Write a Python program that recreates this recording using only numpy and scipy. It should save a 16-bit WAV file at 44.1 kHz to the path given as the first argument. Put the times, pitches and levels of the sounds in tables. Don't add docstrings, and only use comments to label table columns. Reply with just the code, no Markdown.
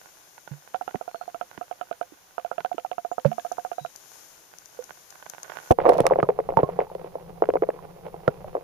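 import sys
import numpy as np
from scipy import signal
from scipy.fft import rfft, irfft, next_fast_len
from scipy.io import wavfile
from scipy.ndimage import uniform_filter1d, minimum_filter1d, map_coordinates

SR = 44100
rng = np.random.default_rng(int(sys.argv[2]) if len(sys.argv) > 2 else 0)


def wav_record(signal):
    frames = np.transpose(np.atleast_2d(signal))
    bounded = np.clip(frames, -1, 1)
    quanta = np.round(bounded * 32767).astype(np.int16)
    wavfile.write(sys.argv[1], SR, quanta)


N = 380583

# (first step [s], number of steps, interval [clock beats])
STEP_RUNS = [(.7451, 11, 2), (1.6125, 5, 3), (2.3813, 23, 2), (5.7875, 7, 2), (6.2895, 6, 3),
             (7.4225, 5, 2)]
# (time [s], level [dB])
FORCE_IN_AIR = [(.745, -21.5), (.82, -26), (1.3, -30.5), (1.42, -24.5), (1.7, -28), (2.0, -23),
                (2.52, -24.5), (2.65, -20.5), (2.8, -25.5), (3.2, -23), (3.85, -26)]
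# (time [s], level [dB])
FORCE_IN_WATER = [(5.79, -5), (6.05, -7), (6.13, -3.5), (6.3, -6.5), (6.49, -11), (6.59, -6), (6.69, -16.5),
                  (6.79, -4.5), (7.42, -3), (7.65, -9.5)]
# (centre [Hz], width [Hz], level [dB])
WET_PORT = [(515, 21, -10.5), (715, 41.7, 7.5), (1274, 170, -12), (3000, 750, -11)]
# (centre [Hz], width [Hz], level [dB])
DRY_PORT = [(750, 28, -17), (1000, 65, -31)]
# (centre [Hz], width [Hz], level [dB])
FLOODED_LEFT = [(177, 13, -35), (421.6, 12.6, -4.5), (530.6, 94, 3), (1060, 52, -15.5), (2050, 73, -25.5)]
# (centre [Hz], width [Hz], level [dB])
FLOODED_RIGHT = [(446, 103, 20), (623.6, 119, 22.5), (776, 50, -17), (1030, 200, -57), (1930, 1000, 1)]
# (time [s], level [dB])
SLAPS = [(5.708, 4.5), (5.72, -11), (5.816, -19), (5.8627, -2), (5.8812, -8), (5.8901, 2), (5.8967, -2.5),
         (6.0661, -5), (6.1094, -5), (6.1581, -11.5), (6.8143, -15), (6.9516, -19), (7.155, -18.5),
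         (7.5378, -12.5), (8.1424, -23.5), (8.5517, -11.5)]
# (time [s], knock level [dB], starting ring pitch [Hz], ring level [dB], ring 60 dB decay [s])
POCKETS = [(6.0028, -5.5, 400, -7, 0.016), (6.2286, -6, 1200, -15, .031), (6.5712, -5, 882, -6, 0.054),
           (6.6317, -5.5, 1044, -23, 0.093), (8.2783, -5, 1340, -14, .028)]
# (time [s], level [dB], starting pitch [Hz], 60 dB decay [s], balance [dB])
BUBBLES = [(0.511, -27.5, 139.5, 0.15, -18), (0.945, -19, 390, 0.025, -39), (0.95, -22.5, 171, 0.016, -37),
           (1.579, -29.5, 170, 0.0082, -31), (2.121, -37.5, 288, 0.029, -26), (2.744, -30, 300, 0.018, -28),
           (3.253, -6.5, 538, 0.047, -25), (3.252, -12, 142, 0.11, -22), (3.265, -26.5, 212, 0.21, -25),
           (3.809, -39.5, 142, 0.14, -24), (4.79, -24.5, 486, 0.077, -19), (5.708, -6, 57.4, 0.017, 14),
           (5.7104, 7, 403, 0.0094, 31), (5.897, -2.5, 720, 0.025, -17), (6.109, -16, 920, 0.036, -15)]
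# (time [s], level [dB])
TAPS = [(0.38, -30.5), (0.476, -27.5), (0.957, -22.5), (1.577, -27), (2.605, -27), (5.226, -29.5),
        (5.264, -25.5), (5.348, -31), (5.498, -24), (5.52, -22.5)]
# (centre [Hz], width [Hz], level [dB])
FILM = [(168, 32, 0), (530, 160, -20), (750, 490, 7), (1426, 92, 7.5), (2760, 1000, -18)]
# (time [s], level [dB])
SPITS = [(3.5196, -27), (3.9593, -26.5), (4.5844, -26.5), (4.6571, -27), (4.84, -26), (5.1041, -29.5),
         (5.2974, -21.5), (5.4306, -22)]
# (frequency [Hz], relative level [dB])
SPIT_SPECTRUM = [(300, -9), (3500, -8.5), (6300, 15), (9500, 0.5), (12500, 3.5), (15500, -27)]
# (time [s], level [dB])
SNAPS = [(5.712, -13.5), (5.721, -18), (5.8925, -13.5), (6.004, -14.5), (6.0659, -4.5), (6.57, -20),
         (6.949, -31.5), (7.455, -30), (7.537, -28), (8.278, -16.5)]
# (frequency [Hz], relative level [dB])
SNAP_SPECTRUM = [(200, -35), (900, 14.5), (2500, 0.5), (5000, -6), (9000, -2), (15000, -21)]
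# (frequency [Hz], relative level [dB])
FOAM_SPECTRUM = [(300, -13), (1600, 4.5), (4500, 4), (8500, 1), (15000, -7)]
# (time [s], length [s], start pitch [Hz], end pitch [Hz], level [dB])
CHIRPS = [(1.052, .27, 4170, 4200, -57), (1.94, .12, 8550, 9400, -58), (3.1, 0.064, 6300, 7250, -45),
          (3.72, 0.22, 3830, 3720, -52)]
# (time [s], level [dB])
CHURN = [(5.76, -57), (5.81, -31.5), (5.93, -29), (6.1, -36.5), (6.35, -47), (6.6, -38), (6.9, -45.5),
         (7.3, -46.5), (7.52, -47), (7.9, -46.5), (8.6, -43)]
# (frequency [Hz], relative level [dB])
RUMBLE_SPECTRUM = [(20, 3), (110, 0.5), (175, 13.5), (240, -15.5), (400, -28), (1000, -56)]
# (time [s], left hiss level [dB], right trickle level [dB])
AIR = [(0, -57, -60.5), (.75, -59.5, -60), (2.1, -62.5, -59.5), (3.1, -61.5, -68), (3.4, -54.5, -65),
       (3.8, -58, -65.5), (4.15, -51.5, -59), (4.5, -58.5, -62.5), (4.95, -55.5, -59.5), (5.42, -57, -51.5),
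       (5.56, -54.5, -44), (5.7, -52, -51)]
# (frequency [Hz], relative level [dB])
HISS_SPECTRUM = [(25, -20.5), (400, -5), (2500, -9), (4500, -8), (6500, 3.5), (9500, -7.5), (12400, -3),
                 (15000, -16)]
# (frequency [Hz], relative level [dB])
BROOK_SPECTRUM = [(25, -2), (130, 4), (800, 5), (2000, -3), (3500, -5), (15000, -24.5)]

PLUNGE_S = 5.71
SIZE = 8192
T = np.arange(SIZE) / SR
LEAD_S = 0.00301
REBOUND_S, REBOUND_SCATTER_S = .0135, .0013


def amp(db):
    return 10 ** (np.asarray(db) / 20)


def unit(x):
    return x / np.sqrt(np.mean(x ** 2) + 1e-20)


def peaked(x):
    return x / abs(x).max()


def curves(rows):
    s, *columns = np.transpose(rows)
    return [np.interp(np.arange(N) / SR, s, column) for column in columns]


def level_at(rows, s):
    return np.interp(s, *np.transpose(rows))


def wobble(rate):
    knots = rng.standard_normal(int(N * rate / SR) + 4)
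    return map_coordinates(knots, [np.arange(N) * rate / SR])


def filtered(x, response):
    n = x.shape[-1]
    m = next_fast_len(n + SIZE)
    return irfft(rfft(x, m) * response(np.fft.rfftfreq(m, 1 / SR)), m)[..., :n]


def coloured(x, points):
    hz, db = np.transpose(points)
    return filtered(x, lambda f: amp(np.interp(np.log(f + 1), np.log(hz), db)))


def port(x, modes, muffle_hz, stretch=1):
    def response(f):
        f = f / stretch
        ring = sum(amp(db) * 1j * f * w / (c * c - f * f + 1j * f * w) for c, w, db in modes)
        return ring / (1 + 1j * np.sqrt(2) * f / muffle_hz - (f / muffle_hz) ** 2)
    return filtered(x, response)


def panned(db):
    return unit(amp([[db / 2], [-db / 2]]))


def add(track, s, sound):
    i = round(s * SR)
    track[..., i:i + sound.shape[-1]] += sound[..., :track.shape[-1] - i]


def burst(t60):
    x = rng.standard_normal(SIZE) * amp(-60 * T / t60)
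    return x / np.linalg.norm(x)


def blow(scatter, t60, lead_s=.003):
    shape = np.minimum(T / lead_s, 1) ** 3 * amp(-60 * np.maximum(T - lead_s, 0) / t60)
    shudder = shape * rng.standard_normal(SIZE)
    push = signal.unit_impulse(SIZE, round(lead_s * SR))
    return push + scatter * shudder / np.linalg.norm(shudder)


def crack(points, t60):
    delayed = np.roll(burst(t60), round(0.000847 * SR))
    return peaked(coloured(delayed, points))


def grains(rate, spread_db):
    sizes = amp(spread_db * np.minimum(rng.exponential(size=N), 4)) * rng.standard_normal(N)
    return unit(sizes * (rng.random(N) < rate / SR))


def mechanism(clock_s=.03337, scatter_db=0.37):
    out = np.zeros((2, N))
    for start, count, beats in STEP_RUNS:
        for s in start + clock_s * beats * np.arange(count):
            if s < PLUNGE_S:
                step = amp(level_at(FORCE_IN_AIR, s)) * tick()
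            else:
                step = amp(level_at(FORCE_IN_WATER, s)) * flooded_tick(s)
            add(out, s - LEAD_S, amp(scatter_db * rng.normal()) * step)
    return out


def tick(rebound_db=-8, edge_hz=2300, edge_scatter=0.3, left_lead_s=0.00068,
         pitch_scatter=0.022, rebound_pitch_scatter=0.09):
    push = blow(scatter=0.75, t60=0.028, lead_s=LEAD_S)
    stretch = 1 + pitch_scatter * rng.normal()
    edge = edge_hz * np.exp(edge_scatter * rng.normal())
    push = filtered(push, lambda f: 1 / (1 + (f / edge) ** 6))
    left = port(np.roll(push, -round(left_lead_s * SR)), DRY_PORT, 9000, stretch)
    right = port(push, WET_PORT, 1550, stretch)
    out = -np.array([left, right]) / np.std(right[:round(.018 * SR)])
    rebound_modes = [(805, 180, 4), (1380, 86, 6.5), (2680, 1400, -2.5)]  # Hz, width Hz, dB
    click = port(burst(t60=0.012), rebound_modes, 1700, 1 + rebound_pitch_scatter * rng.normal())
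    delay = LEAD_S + REBOUND_S + REBOUND_SCATTER_S * rng.normal()
    add(out[1], delay, amp(rebound_db + 2.8 * rng.normal()) * peaked(click))
    return out


def flooded_tick(s, rebound_db=-13, muffle_hz=1900, edge_hz=2700):
    out = knock(s)
    puff = filtered(burst(t60=0.011), lambda f: 1 / (1 + (f / edge_hz) ** 6))
    click = np.array([peaked(port(puff, modes, muffle_hz)) for modes in (FLOODED_LEFT, FLOODED_RIGHT)])
    delay = LEAD_S + REBOUND_S + REBOUND_SCATTER_S * rng.normal()
    add(out, delay, amp(rebound_db) * click)
    return out


def knock(s, left_lag_s=0.00019, slosh=0.43, slosh_s=0.007543, pitch_scatter=0.031,
          pitch_rise=0.21, flooded_pan_db=-2, trapped_pan_db=-11):
    trapped = trapped_air(s)
    stretch = (1 + pitch_rise * trapped) * (1 + pitch_scatter * rng.normal())
    delays = LEAD_S + slosh_s * np.cumsum(rng.uniform(0.599, 1.405, 2))
    jolt = filtered(-blow(scatter=0.68, t60=0.038, lead_s=LEAD_S), lambda f: 1 / (1 + (f / 2800) ** 3))

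    def slosh_response(f):
        echoes = sum(slosh ** (k + 1) * np.exp(-2j * np.pi * f * d) for k, d in enumerate(delays))
        return echoes / (1 + (f / 950) ** 4)

    returns = filtered(signal.unit_impulse(SIZE), slosh_response)
    push = filtered(jolt + returns, lambda f: f ** 4 / (f ** 4 + 260 ** 4))
    left = np.roll(port(push, FLOODED_LEFT, 673, stretch ** 0.69), round(left_lag_s * SR))
    right = port(push, FLOODED_RIGHT, 845, stretch ** 1.14)
    return panned(flooded_pan_db + trapped_pan_db * trapped) * np.array([peaked(left), peaked(right)])


def trapped_air(s, drain_s=0.22):
    return np.exp(-max(s - PLUNGE_S, 0) / drain_s)


def slaps(count=8, over_churn_db=17, scatter_db=3):
    out = np.zeros((2, N))
    stray_times = rng.uniform(PLUNGE_S, N / SR, count)
    strays = [(s, level_at(CHURN, s) + over_churn_db + scatter_db * rng.normal()) for s in stray_times]
    for s, db in list(SLAPS) + strays:
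        add(out, s - LEAD_S, amp(db) * knock(s))
    return out


def pockets(gulp_hz=134.4, gulp_t60=0.031, gulp_db=-11.5, pan_db=-11.5):
    out = np.zeros((2, N))
    for s, db, ring_hz, ring_db, t60 in POCKETS:
        add(out, s - LEAD_S, amp(db) * knock(s))
        gulp = amp(db + gulp_db) * bubble(gulp_hz, gulp_t60)
        ring = amp(ring_db) * bubble(ring_hz, t60)
        add(out, s, panned(pan_db) * (gulp + ring))
    return out


def bubble(hz, t60, glide=0.12, flutter=0.058, rise_cycles=0.38):
    pitch = hz * (1 + glide * np.minimum(T / t60, 1))
    slow_noise = filtered(rng.standard_normal(SIZE), lambda f: 1 / (1 + (f / 200) ** 2))
    waver = 1 + flutter * unit(slow_noise)
    envelope = amp(-60 * T / t60) * (1 - np.exp(-T * hz / rise_cycles)) ** 2
    volume = np.cos(2 * np.pi * np.cumsum(pitch) / SR) * envelope * waver
    return peaked(np.gradient(volume))


def bubbles():
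    out = np.zeros((2, N))
    for s, db, hz, t60, pan_db in BUBBLES:
        add(out, s, amp(db) * panned(pan_db) * bubble(hz, t60))
    return out


def gurgles(count=42, start_s=5.82, thinning_s=.75, pitch_hz=680, pitch_scatter=0.327,
            life_cycles=24, over_churn_db=11, scatter_db=3):
    out = np.zeros((2, N))
    for s in np.minimum(start_s + rng.exponential(thinning_s, count), (N - SIZE) / SR):
        pitch, size, side = rng.standard_normal(3)
        hz = pitch_hz * np.exp(pitch_scatter * pitch)
        db = level_at(CHURN, s) + over_churn_db + scatter_db * size
        add(out, s, amp(db) * panned(-4 + 5 * side) * bubble(hz, life_cycles / hz))
    return out


def droplets(flooded_edge_hz=4500, open_edge_hz=60000, dulling_s=0.35):
    out = np.zeros((2, N))
    for s, db in TAPS:
        tap = port(blow(scatter=1.0, t60=0.023, lead_s=LEAD_S), FILM, 2570)
        add(out, s - LEAD_S, amp(db) * panned(-20) * peaked(tap))
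    for s, db in SPITS:
        add(out, s, amp(db + 0.5) * panned(41) * crack(SPIT_SPECTRUM, t60=0.013))
    for s, db in SNAPS:
        edge = flooded_edge_hz + open_edge_hz * np.exp((PLUNGE_S - s) / dulling_s)
        snap = filtered(crack(SNAP_SPECTRUM, t60=0.0076), lambda f: 1 / (1 + (f / edge) ** 2))
        add(out, s, amp(db) * panned(-18) * peaked(snap))
    return out


def froth(crest_s=5.91, crest_db=-45.5, rise_db_per_s=255, fall_db_per_s=81):
    t = np.arange(N) / SR - crest_s
    foam_db = crest_db + np.minimum(rise_db_per_s * t, -fall_db_per_s * t)
    foam = np.array([grains(rate=600, spread_db=6), grains(rate=600, spread_db=6)])
    return amp(foam_db) * panned(-4) * unit(coloured(foam, FOAM_SPECTRUM))


def chirps(arch_share=0.036):
    out = np.zeros((2, N))
    for s, length, start_hz, end_hz, db in CHIRPS:
        n = round(length * SR)
        arch = arch_share * np.sin(np.linspace(0, np.pi, n))
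        pitch = np.linspace(start_hz, end_hz, n) * (1 + arch + 0.011 * wobble(261)[:n])
        add(out[0], s, amp(db) * np.hanning(n) * np.sin(2 * np.pi * np.cumsum(pitch) / SR))
    return out


def depths():
    churn_db, = curves(CHURN)
    stir = grains(rate=290, spread_db=-0.5) + 0.73 * rng.standard_normal(N)
    left = unit(port(stir + .5 * rng.standard_normal(N), FLOODED_LEFT, 920, stretch=0.937))
    right = unit(port(stir + .5 * rng.standard_normal(N), FLOODED_RIGHT, 1570, stretch=1.123))
    churn = amp(churn_db - 1.5 + 3.76 * wobble(31)) * np.array([left, right])
    flow_noise = rng.standard_normal(N) + 0.94 * rng.standard_normal((2, N))
    flow = unit(coloured(flow_noise, RUMBLE_SPECTRUM))
    return churn + amp(.75 * churn_db - 15 + 3 * wobble(10)) * flow


def surface():
    hiss_db, trickle_db = curves(AIR)
    hiss = unit(coloured(rng.standard_normal(N), HISS_SPECTRUM))
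    hiss = amp(hiss_db + 6.5 + 0.3 * wobble(8.6)) * hiss
    patter = 0.51 * rng.standard_normal(N) + grains(rate=220, spread_db=6)
    trickle = unit(port(patter, FILM, 2560, stretch=1.022))
    trickle = amp(trickle_db + 5 + 2.5 * wobble(20)) * trickle
    wash = unit(coloured(rng.standard_normal(N), BROOK_SPECTRUM))
    brook = amp(-63.0 + wobble(4.93)) * panned(-11) * wash
    return np.array([hiss, trickle]) + brook


def scene():
    under = np.clip((np.arange(N) / SR - PLUNGE_S) / 0.011, 0, 1)
    microphone_hiss = amp(-59.5) * rng.standard_normal((2, N))
    bed = (1 - under) * surface() + under * depths() + microphone_hiss
    case = mechanism() + slaps() + pockets()
    return case + bubbles() + gurgles() + droplets() + froth() + chirps() + bed


def limited(x, size=64):
    needed = 1 / np.maximum(abs(x), 1)
    return x * uniform_filter1d(minimum_filter1d(needed, 2 * size), size)


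def record(dry, top_hz=15350):
    def notch(f, hz, width_hz, depth):
        return 1 - depth * 1j * f * width_hz / (hz * hz - f * f + 1j * f * width_hz)
    shaped = filtered(dry, lambda f: notch(f, 246.3, 50, 1.0) * notch(f, 7920, 1840, 0.78))
    return filtered(limited(shaped), lambda f: 1 / (1 + (f / top_hz) ** 120))


dry = scene()
out = record(dry)
wav_record(out)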